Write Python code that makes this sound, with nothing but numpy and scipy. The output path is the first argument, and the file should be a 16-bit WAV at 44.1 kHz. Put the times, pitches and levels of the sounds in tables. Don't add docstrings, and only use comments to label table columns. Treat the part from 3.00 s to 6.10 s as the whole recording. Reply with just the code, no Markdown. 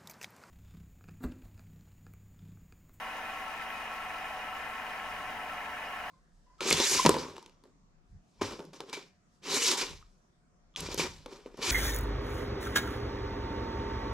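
import sys
import numpy as np
from scipy import signal
from scipy.fft import rfft, irfft
from scipy.io import wavfile
from scipy.ndimage import uniform_filter1d

SR = 44100
rng = np.random.default_rng(int(sys.argv[2]) if len(sys.argv) > 2 else 0)


def convert_level_to_amplitude(level_db):
    exponent = np.asarray(level_db, float) / 20
    return 10 ** exponent


def digitize_waveform(pressure):
    field = np.atleast_2d(pressure).T
    bounded = np.clip(field, -1, 1)
    quanta = np.round(bounded * 32767).astype(np.int16)
    wavfile.write(sys.argv[1], SR, quanta)


N = 136710


def level(x, db):
    return x * convert_level_to_amplitude(db) / np.sqrt(np.mean(x ** 2))


def walk(rate_hz):
    hold = int(SR / rate_hz)
    values = rng.standard_normal(2 ** 12)[:N // hold + 1]
    steps = np.repeat(values, hold)
    smooth = uniform_filter1d(uniform_filter1d(steps, hold), hold)[:N]
    return (smooth - smooth.mean()) / smooth.std()


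def along(points, hz):
    p = np.array(points)
    return np.interp(np.log(hz + 1), np.log(p[:, 0]), p[:, 1])


def pair(shared, left, right, likeness):
    coherence = np.clip(likeness, 0, 1)
    separate = rfft(np.array([left, right]))
    return np.sqrt(coherence) * rfft(shared) + np.sqrt(1 - coherence) * separate


def room(t, hz):
    # frequency_hz, density_db
    colour = [(4, -3), (20, -0.5), (42, -8), (70, 0), (124, -7.5), (260, -5), (330, -8.5), (450, -10.5),
              (600, -33.5)]
    # frequency_hz, level_db
    hum_tones = [(29.9, -65.3), (59.8, -69.5)]
    likeness, swell_db, rumble_db = .58, 1.5, -58.5
    noise = pair(*rng.standard_normal((3, N)), likeness) * convert_level_to_amplitude(along(colour, hz))
    swell = convert_level_to_amplitude(swell_db * walk(rate_hz=3.97))
    rumble = level(irfft(noise, N) * swell, rumble_db)
    hum = sum(convert_level_to_amplitude(db) * np.sqrt(2) * np.sin(2 * np.pi * f * t) for f, db in hum_tones)
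    return rumble + hum


def echoes():
    t60_s, echo_db = .08, -8
    lag = np.arange(4096) / SR
    tail = rng.standard_normal((2, len(lag))) * convert_level_to_amplitude(-60 * lag / t60_s)
    tail = convert_level_to_amplitude(echo_db) * tail / np.sqrt(np.sum(tail ** 2, axis=1, keepdims=True))
    return 1 + rfft(tail, N)


def hiss(colour, db, likeness, hz):
    ear_lag_s, swell_db, flicker_db = .00002, .5, 1.3
    edge_hz = np.array(colour)[-1, 0]
    noise = pair(*rng.standard_normal((3, N)), likeness) * convert_level_to_amplitude(along(colour, hz))
    noise = noise * echoes() / (1 + (hz / edge_hz) ** 20)
    noise = noise * np.exp(1j * np.pi * hz * ear_lag_s * np.array([[1], [-1]]))
    out = 0
    swell = walk(rate_hz=30)
    for step in range(10):
        share = np.clip(1 - np.abs(6 * np.log2((hz + 1) / edge_hz) + step), 0, 1)
        flicker = walk(rate_hz=26)
        flicker = flicker - uniform_filter1d(flicker, size=SR // 5)
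        out = out + convert_level_to_amplitude(swell_db * swell + flicker_db * flicker) * irfft(noise * share, N)
    return level(out, db)


def air_hiss(late, hz):
    # frequency_hz, density_db
    colour = [(8900, -42), (9500, -4), (10400, -4.5), (11400, -8), (12300, -6.5), (14100, -4), (15000, -4),
              (16500, -2)]
    fade_db_per_s = .5
    return convert_level_to_amplitude(-fade_db_per_s * late) * hiss(colour, db=-63, likeness=.3, hz=hz)


def ball_hiss(late, hz):
    # frequency_hz, density_db
    colour = [(3250, 1), (3700, 2.5), (4400, -3), (5000, -1), (6400, -3), (7200, -6.5), (8200, -10.5),
              (9300, 2)]
    fade_db_per_s = .3
    return convert_level_to_amplitude(-fade_db_per_s * late) * hiss(colour, db=-57.5, likeness=.55, hz=hz)


def cage_beat(turn):
    beats = [
        (.382, .042, .6),
        (1, .04, -2.9),
        (2, .035, -1.6),
    ]
    return 1 + sum(depth * np.cos(k * turn + angle) for k, depth, angle in beats)


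def rolling(turn, hz):
    wobbles = [(1, .08, 1.6), (2, .07, -2.6), (3, .08, .1)]
    # frequency_hz, width_hz, left_db, right_db
    ring_modes = [(449, 49, -20.0, -18.8), (505, 61, -22.5, -20.2), (655, 218, -14.0, -15.0),
                  (763, 68, -5.9, -5.5), (860, 49, -5.8, -12.7), (908, 45, -7.3, -8.0),
                  (990, 80, -9.9, -11), (1095, 70, -4.3, -5.5), (1225, 45, -16.4, -10.3),
                  (1323, 58, -.2, -4.0), (1378, 177, -22.8, -13.7), (1522, 86, -6.4, -13),
                  (1635, 87, -12.3, -13.7), (1744, 80, -7.3, -5.4),
                  (1843, 77, -11.1, -12.4), (1946, 94, -10.2, -10.7), (2017, 61, -5.4, -12.4),
                  (2117, 259, -12.9, -13.6), (2312, 132, -9.4, -20.4), (2348, 90, -13.5, -11.6),
                  (2497, 96, -6.6, -10.6), (2638, 85, -14.3, -21.8), (2712, 85, -12.4, -11.6),
                  (2822, 95, -12.9, -11.6), (2935, 92, -18.7, -11.2), (3084, 259, -22.8, -23.0),
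                  (3206, 179, -17.7, -24.2), (3417, 145, -27.8, -37.8)]
    # frequency_hz, likeness_0_to_1
    ear_likeness = [(400, .9), (700, .985), (1250, .96), (1450, .7), (1750, .85), (2050, .55), (2600, .75),
                    (3300, .5)]
    # frequency_hz, phase_rad
    ear_phase = [(1500, 0), (1650, .8), (1900, .4), (2560, .3), (2650, 2.6), (2760, 2.6), (2830, .5),
                 (3300, 1.5)]
    # (frequency_hz, depth_0_to_1, angle_rad)
    beams = [
        (1, [(1180, 0, 0), (1320, .24, -1.6), (1500, 0, 0), (1800, .09, 3), (2000, .16, 2.5), (2550, .18, 2.4), (2750, .08, -1)]),
        (.24, [(1600, 0, 0), (1800, .08, 2.8), (2550, .13, 2.8), (2700, 0, 0)]),
        (.62, [(2100, 0, 0), (2300, .07, 1.2), (2500, .15, 2.1), (2700, 0, 0)]),
        (.013, [(2400, 0, 0), (2460, .24, -2.05), (2560, .24, -2.05), (2640, 0, 0)]),
    ]
    grit_db, grit_hz, drift_db, speck_db = 1.5, 1200, .1, 4.5
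    wobble = 1 + sum(depth * np.cos(round(k) * turn + angle) for k, depth, angle in wobbles)
    roughness_db = grit_db * walk(grit_hz) + drift_db * walk(rate_hz=7.6)
    force = wobble * convert_level_to_amplitude(roughness_db + speck_db * rng.standard_normal(N))
    drive = pair(*(force * rng.standard_normal((3, N))), along(ear_likeness, hz))
    rings = 0
    for k, (f, width, left, right) in enumerate(ring_modes):
        resonance = (1j * hz * width / (f ** 2 - hz ** 2 + 1j * hz * width)) ** 2
        rings = rings + (-1) ** k * convert_level_to_amplitude(np.array([[left], [right]])) * resonance
    sound = drive * rings * np.exp(.5j * along(ear_phase, hz) * np.array([[1], [-1]]))
    out = irfft(sound, N)
    for k, points in beams:
        for part in np.cos, np.sin:
            depth = along([(f, d * part(-angle)) for f, d, angle in points], hz)
            out = out + part(k * turn) * irfft(sound * depth, N)
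    return level(out, db=-40)


def races(turn):
    race_orders = [7, 8, 9, 10, 12, 14, 15, 17, 18, 19, 20, 22, 24, 25, 26, 29, 30, 35, 44]
    race_db = [-70, -75, -65, -69, -66.5, -75, -76, -70, -69, -74, -69, -73, -75, -61, -69, -66, -53, -64,
               -59.5]
    ball_orders = [10.62, 11.62, 18.62, 20.6, 21.6, 22.6, 24.27, 26.27, 27.27, 30.27, 31.27, 32.01, 33.01,
                   33.83, 34.27, 35.27, 37.27, 38.27, 39.27, 39.83, 40.27, 40.5, 41.27, 43.27, 45.27, 46.27,
                   46.5, 47.27, 48.27, 49.27, 52.27, 54.27, 55.27, 70.87]
    ball_db = [-80, -77, -75, -76, -76, -75, -73, -67, -68, -62, -61, -63, -70, -69, -63, -66, -61, -69,
               -67, -67, -62, -67, -66, -62, -66, -66, -67, -72, -73, -70, -66, -63, -65, -66]
    wander_db, wander_hz = 1.1, 4
    race_slip_rad, ball_slip_rad = .006, .007
    trains = (race_orders, race_db, race_slip_rad), (ball_orders, ball_db, ball_slip_rad)
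    out = np.zeros(N)
    for orders, levels_db, slip in trains:
        for order, db in zip(orders, levels_db):
            angle = 2 * np.pi * rng.random() + order * (turn + slip * walk(wander_hz))
            out += convert_level_to_amplitude(db + wander_db * walk(wander_hz)) * np.sqrt(2) * np.sin(angle)
    return out


def even(x):
    evenness = .6
    window = int(.035 * SR)
    power = uniform_filter1d(uniform_filter1d(np.mean(x ** 2, axis=0), window), window)
    return x * (power.mean() / power) ** (evenness / 2)


def scene():
    turn_hz, slowing_hz_per_s, balance_db = 25.34, .49, .5
    t = np.arange(N) / SR
    hz = np.arange(N // 2 + 1) * SR / N
    late = t - t.mean()
    turn = 2 * np.pi * (turn_hz * t - slowing_hz_per_s * t ** 2 / 2)
    balance = convert_level_to_amplitude(np.array([[balance_db], [-balance_db]]) / 2)
    background = room(t, hz) * balance
    friction = cage_beat(turn) * (air_hiss(late, hz) + ball_hiss(late, hz))
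    whirr = even(rolling(turn, hz) + races(turn) * balance)
    return background + friction + whirr


def band_limit(x):
    return signal.sosfilt(signal.butter(12, 15740, fs=SR, output="sos"), x)


def record(dry):
    return band_limit(dry)


dry = scene()
out = record(dry)
digitize_waveform(out)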